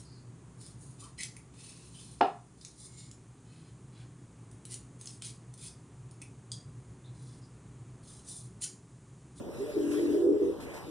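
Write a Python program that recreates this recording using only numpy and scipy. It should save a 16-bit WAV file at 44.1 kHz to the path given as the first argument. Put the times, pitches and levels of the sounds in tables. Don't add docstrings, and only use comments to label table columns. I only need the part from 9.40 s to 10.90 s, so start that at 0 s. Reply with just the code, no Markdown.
import sys
import numpy as np
from scipy import signal
from scipy.fft import rfft, irfft, next_fast_len
from scipy.io import wavfile
from scipy.ndimage import uniform_filter1d, map_coordinates

SR = 44100
rng = np.random.default_rng(int(sys.argv[2]) if len(sys.argv) > 2 else 0)


def transcribe(signal):
    frames = np.atleast_2d(signal).T
    limited = np.clip(frames, -1, 1)
    pcm = np.round(limited * 32767).astype(np.int16)
    wavfile.write(sys.argv[1], SR, pcm)


N = 66150


def amp(db):
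    return 10 ** (np.asarray(db) / 20)


def unit_rms(x):
    return x / np.sqrt(np.mean(x ** 2) + 1e-20)


def log_interp(points, hz):
    knots_hz, values = np.transpose(points)
    return np.interp(np.log(hz + 1), np.log(knots_hz + 1), values)


def curves(rows):
    times_s, *columns = np.transpose(rows)
    return [np.interp(np.arange(N) / SR, times_s, column) for column in columns]


def wobble(rate_hz):
    knots = rng.standard_normal(int(N * rate_hz / SR) + 4)
    return map_coordinates(knots, [np.arange(N) * rate_hz / SR])


def filtered(x, response):
    size = next_fast_len(N + SR // 2)
    return irfft(rfft(x, size) * response(np.fft.rfftfreq(size, 1 / SR)), size)[..., :N]


# (frequency [Hz], phase [rad])
BASS_PHASE = [(20, -2.1), (120, -1.9), (200, -1.6), (300, -.8), (700, -1.1), (950, -.7)]
# (frequency [Hz], share [0-1])
COHERENCE = [(30, .97), (130, .9), (220, .4), (700, .2), (1300, .45), (14000, .45)]
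# (frequency [Hz], gain [dB])
DIFFUSE_SPECTRUM = [(100, -18), (200, -5), (700, -10), (1100, -30), (2000, -38), (2700, -36), (3300, -18),
                    (4500, -13), (7000, -3), (10000, -1), (12000, -6), (13500, -9)]
COMB_SPACING_HZ, COMB_FROM_HZ = 2240, 1130


def room_noise(spectrum, patchy_db):
    spectra = signal.stft(rng.standard_normal((4, N)), nperseg=512)[2]
    patches = rng.standard_normal(spectra.shape[1:])
    patches = uniform_filter1d(uniform_filter1d(patches, 6, axis=0), 10, axis=1)
    noise = signal.istft(spectra * amp(patchy_db * unit_rms(patches)), nperseg=512)[1][:, :N]

    def half_phase(hz):
        bass = log_interp(BASS_PHASE + [(COMB_FROM_HZ, 0)], hz)
        comb = 2 * np.pi * (COMB_FROM_HZ - hz) / COMB_SPACING_HZ
        return np.where(hz < COMB_FROM_HZ, bass, comb) / 2

    def side_response(hz):
        tied = log_interp(COHERENCE, hz)
        return -1j * np.sin(half_phase(hz)) * [tied, np.sqrt(1 - tied ** 2)]

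    mid = filtered(noise[0], lambda hz: np.cos(half_phase(hz)))
    side = filtered(noise[:2], side_response).sum(0)
    diffuse = filtered(noise[2:], lambda hz: amp(log_interp(DIFFUSE_SPECTRUM, hz)))
    pair = np.array([mid + side, mid - side]) + diffuse
    return unit_rms(filtered(pair, lambda hz: amp(log_interp(spectrum, hz))))


# (frequency [Hz], gain [dB])
RUMBLE_SPECTRUM = [(15, -47.5), (30, -12), (60, 1.5), (110, 2.5), (180, -0.5), (260, -53.5)]


def rumble(level_db=-51):
    return amp(level_db) * room_noise(RUMBLE_SPECTRUM, patchy_db=1)


# (frequency [Hz], width [Hz])
BOX_MODES = [(215, 30), (260, 18), (296, 18), (327, 20), (342, 18), (380, 17), (409, 20), (449, 18),
             (481, 17), (545, 20), (589, 22)]
# (frequency [Hz], gain [dB])
MURMUR_SPECTRUM = [(120, -8), (220, -3.5), (420, -1), (600, -3), (800, -9), (1500, -20), (2500, -46.5),
                   (4000, -78.5)]
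# (time [s], level [dB])
MURMUR_ENVELOPE = [(0, -40), (.1, -43), (.17, -44.5), (.6, -45), (1.0, -45), (1.2, -43.5), (1.36, -45.5),
                   (1.44, -50), (1.5, -49)]


def murmur(modes_db=3.5):
    def box_colour(hz):
        peaks = sum(width ** 2 / (width ** 2 + 4 * (hz - centre) ** 2) for centre, width in BOX_MODES)
        return 1 + amp(modes_db) * peaks

    coloured = filtered(room_noise(MURMUR_SPECTRUM, patchy_db=1.5), box_colour)
    return amp(curves(MURMUR_ENVELOPE)[0]) * unit_rms(coloured)


# (frequency [Hz], gain [dB])
FEATHER_SPECTRUM = [(500, -60), (900, -3), (1600, -1), (2400, 0), (2750, -4), (5000, -7), (6800, -11),
                    (9200, -10.5), (11500, -12), (12200, -14.5), (14200, -19)]
# (time [s], level [dB])
RUSTLE_ENVELOPE = [(0.0, -58), (0.078, -60), (0.154, -53.5), (0.5, -51), (0.518, -46.5), (0.784, -53),
                   (0.91, -61), (1.044, -57.5), (1.164, -59.5), (1.22, -56), (1.31, -55.5), (1.356, -53.5),
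                   (1.458, -56), (1.5, -55.5)]


def feather_rustle():
    level_db = curves(RUSTLE_ENVELOPE)[0] + 0.2 * wobble(23)
    return amp(level_db) * room_noise(FEATHER_SPECTRUM, patchy_db=2.5)


# (onset [s], hiss [dB], midrange [dB])
WING_STROKES = [(.13, -70, -64), (0.512, -51.5, -56), (0.772, -70.5, -77), (1.2, -53, -68),
                (1.337, -51.5, -68)]
# (frequency [Hz], gain [dB])
STROKE_SPECTRUM = [(800, -23), (1150, -0.5), (1500, -4), (2000, -23)]


def wing_sweeps(rise_s=0.0044, hold_s=0.044, t60_s=0.13):
    t = np.arange(N) / SR
    hiss = room_noise(FEATHER_SPECTRUM, patchy_db=.5)
    body = room_noise([(500, -60), *STROKE_SPECTRUM, (3000, -60)], patchy_db=1.5)
    sweeps = np.zeros((2, N))
    for onset_s, hiss_db, body_db in WING_STROKES:
        rise = np.clip((t - onset_s) / rise_s, 0, 1)
        decay = amp(-60 * np.maximum(t - onset_s - hold_s, 0) / t60_s)
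        sweeps += rise * decay * (amp(hiss_db) * hiss + amp(body_db) * body)
    return sweeps


# (time [s], upper band [dB], lower band [dB])
WHOOSH_ENVELOPE = [(1.1, -88.5, -60), (1.2, -73, -52), (1.28, -53.5, -55.5), (1.36, -55.5, -51),
                   (1.42, -55.5, -49), (1.5, -88, -58.5)]
# (frequency [Hz], gain [dB])
WHOOSH_UPPER = [(1100, -30), (1500, -5), (1900, -2), (2350, 0), (2600, -15), (4000, -40)]
# (frequency [Hz], gain [dB])
WHOOSH_LOWER = [(450, -23), (700, -1), (1050, -3.5), (1400, -15), (1800, -35.5)]


def wing_whoosh():
    upper_db, lower_db = curves(WHOOSH_ENVELOPE)
    upper = amp(upper_db) * room_noise(WHOOSH_UPPER, patchy_db=.5)
    lower = amp(lower_db) * room_noise(WHOOSH_LOWER, patchy_db=.5)
    return upper + lower


# (left [dB], right [dB])
BOX_GAINS = [(1.5, -18), (-6.5, -14.5), (3, -9), (-0.5, -1.5), (-11, -4.5), (-1, -3), (5.5, 5), (-1, 1.5),
             (2.5, -3), (-19, -12), (2, 4)]


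def box_ring(source, direct_db=-9.5, phase_rad=0.59):
    signs = np.outer([1, -1], (-1) ** np.arange(len(BOX_MODES)))
    gains = amp(np.transpose(BOX_GAINS)) * np.exp(1j * phase_rad * signs)

    def response(hz):
        modes = [1j * hz * width / (centre ** 2 - hz ** 2 + 1j * hz * width)
                 for centre, width in BOX_MODES]
        return amp(direct_db) + gains @ np.array(modes)

    return filtered(source, response)


def throat_tone(pulse_hz, throat_hz, width_hz, jitter=.007, shimmer_db=1.5, wander_rad=.5, chirp_rad=1.3):
    harmonics = np.arange(1, 17)[:, None]
    pulse_phase = 2 * np.pi * np.cumsum(pulse_hz * (1 + jitter * wobble(15))) / SR
    weights = np.exp(-.5 * ((harmonics * pulse_hz - throat_hz) / width_hz) ** 2)
    flicker = amp(shimmer_db * np.array([wobble(13.8) for _ in harmonics]))
    wander = wander_rad * np.array([wobble(20) for _ in harmonics])
    chirp = chirp_rad * harmonics ** 2
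    partials = weights * flicker * np.cos(harmonics * pulse_phase + chirp + wander)
    return partials.sum(0) / np.sqrt((weights ** 2).sum(0) / 2 + 1e-9)


def noise_band(centre_hz, width_hz):
    noise = rng.standard_normal(N)
    return unit_rms(filtered(noise, lambda hz: np.exp(-.5 * ((hz - centre_hz) / width_hz) ** 2)))


# (time [s], level re tone [dB])
THIRD_ENVELOPE = [(.4, -22.5), (.8, -17.5), (.92, -8), (1.07, -5), (1.15, -4)]


def hoarse_air(throat_hz, second_db, breath_db=-10, breath_width_hz=70, top_db=-21):
    carrier = 2 * np.pi * np.cumsum(throat_hz) / SR
    breath = wobble(2 * breath_width_hz) * np.cos(carrier) + wobble(2 * breath_width_hz) * np.sin(carrier)
    third = amp(curves(THIRD_ENVELOPE)[0]) * noise_band(centre_hz=484.6, width_hz=22)
    top = amp(top_db) * noise_band(centre_hz=583, width_hz=42)
    second = amp(second_db) * noise_band(centre_hz=408, width_hz=24.8)
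    return amp(breath_db) * unit_rms(breath) + second + third + top


def voice(level_db, throat_hz, second_db, pulse_hz, width_hz, steady_s=.016):
    mix = throat_tone(pulse_hz, throat_hz, width_hz) + hoarse_air(throat_hz, second_db)
    power = np.abs(uniform_filter1d(mix ** 2, int(steady_s * SR)))
    return amp(level_db) * mix / np.sqrt(power + .01)


def faded(rows, fade_s=.008, floor_db=-80):
    first, last = rows[0], rows[-1]
    return [(first[0] - fade_s, floor_db, *first[2:]), *rows, (last[0] + fade_s, floor_db, *last[2:])]


# (time [s], level [dB], throat [Hz], second resonance [dB], pulse rate [Hz])
LEAD_NOTE = [(.185, -39, 350, -18, 124), (.2, -36, 300.3, -1.5, 125.4), (.23, -35, 324, 3.5, 141),
             (.26, -43.5, 442, 0, 154), (.3, -40.5, 515, -34, 149), (.32, -73, 490, -15, 140)]
# (time [s], level [dB], throat [Hz], second resonance [dB])
LONG_NOTE = [(0.338, -43.5, 320.5, 19), (0.355, -37, 313, 2), (0.37, -26.5, 313.8, -1),
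             (0.395, -31, 311.3, 2.5), (0.414, -32.5, 314.7, -10), (0.518, -33, 314, -6),
             (0.622, -28.5, 332.8, -9.5), (0.646, -28.5, 321.6, -27), (0.686, -32, 322, 3.5),
             (0.716, -27, 328.3, -7.5), (0.729, -42.5, 331, -2.5), (0.741, -25, 340, -4.5),
             (0.778, -30.5, 348.5, -3), (0.82, -26.5, 365.3, -5), (0.86, -23.5, 340.5, -12.5),
             (0.934, -26.5, 325, 0), (0.955, -30.5, 324.4, -4), (0.972, -27, 331.6, -2.5)]
# (time [s], level [dB], throat [Hz], second resonance [dB])
TAIL_NOTE = [(1.0, -31, 333.7, 6.5), (1.016, -25.5, 321.6, -6), (1.045, -29, 330.6, -8),
             (1.065, -30, 349.2, -1.5), (1.098, -32, 366.5, 3), (1.15, -49.5, 357, -14),
             (1.17, -40.5, 336, -11)]
# (time [s], level [dB], throat [Hz], second resonance [dB])
NEXT_COO = [(1.455, -55, 285, -12), (1.48, -44, 305, -12), (1.5, -42, 335, -10)]
# (time [s], pulse rate [Hz])
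ROLL_RATE = [(.35, 43), (.45, 42), (.6, 43), (.75, 42), (.82, 43), (.96, 42), (1.02, 43), (1.15, 41)]


def pigeon():
    roll_hz = curves(ROLL_RATE)[0]
    lead = voice(*curves(faded(LEAD_NOTE)), width_hz=107)
    coo = voice(*curves(faded(LONG_NOTE) + faded(NEXT_COO)), roll_hz, width_hz=34.5)
    tail = voice(*curves(faded(TAIL_NOTE)), roll_hz, width_hz=60)
    return lead + coo + tail


def scene():
    return box_ring(pigeon()) + feather_rustle() + wing_sweeps() + wing_whoosh() + murmur() + rumble()


CUTOFF_HZ = 14250


def record(dry):
    return filtered(dry, lambda hz: hz < CUTOFF_HZ)


dry = scene()
out = record(dry)
transcribe(out)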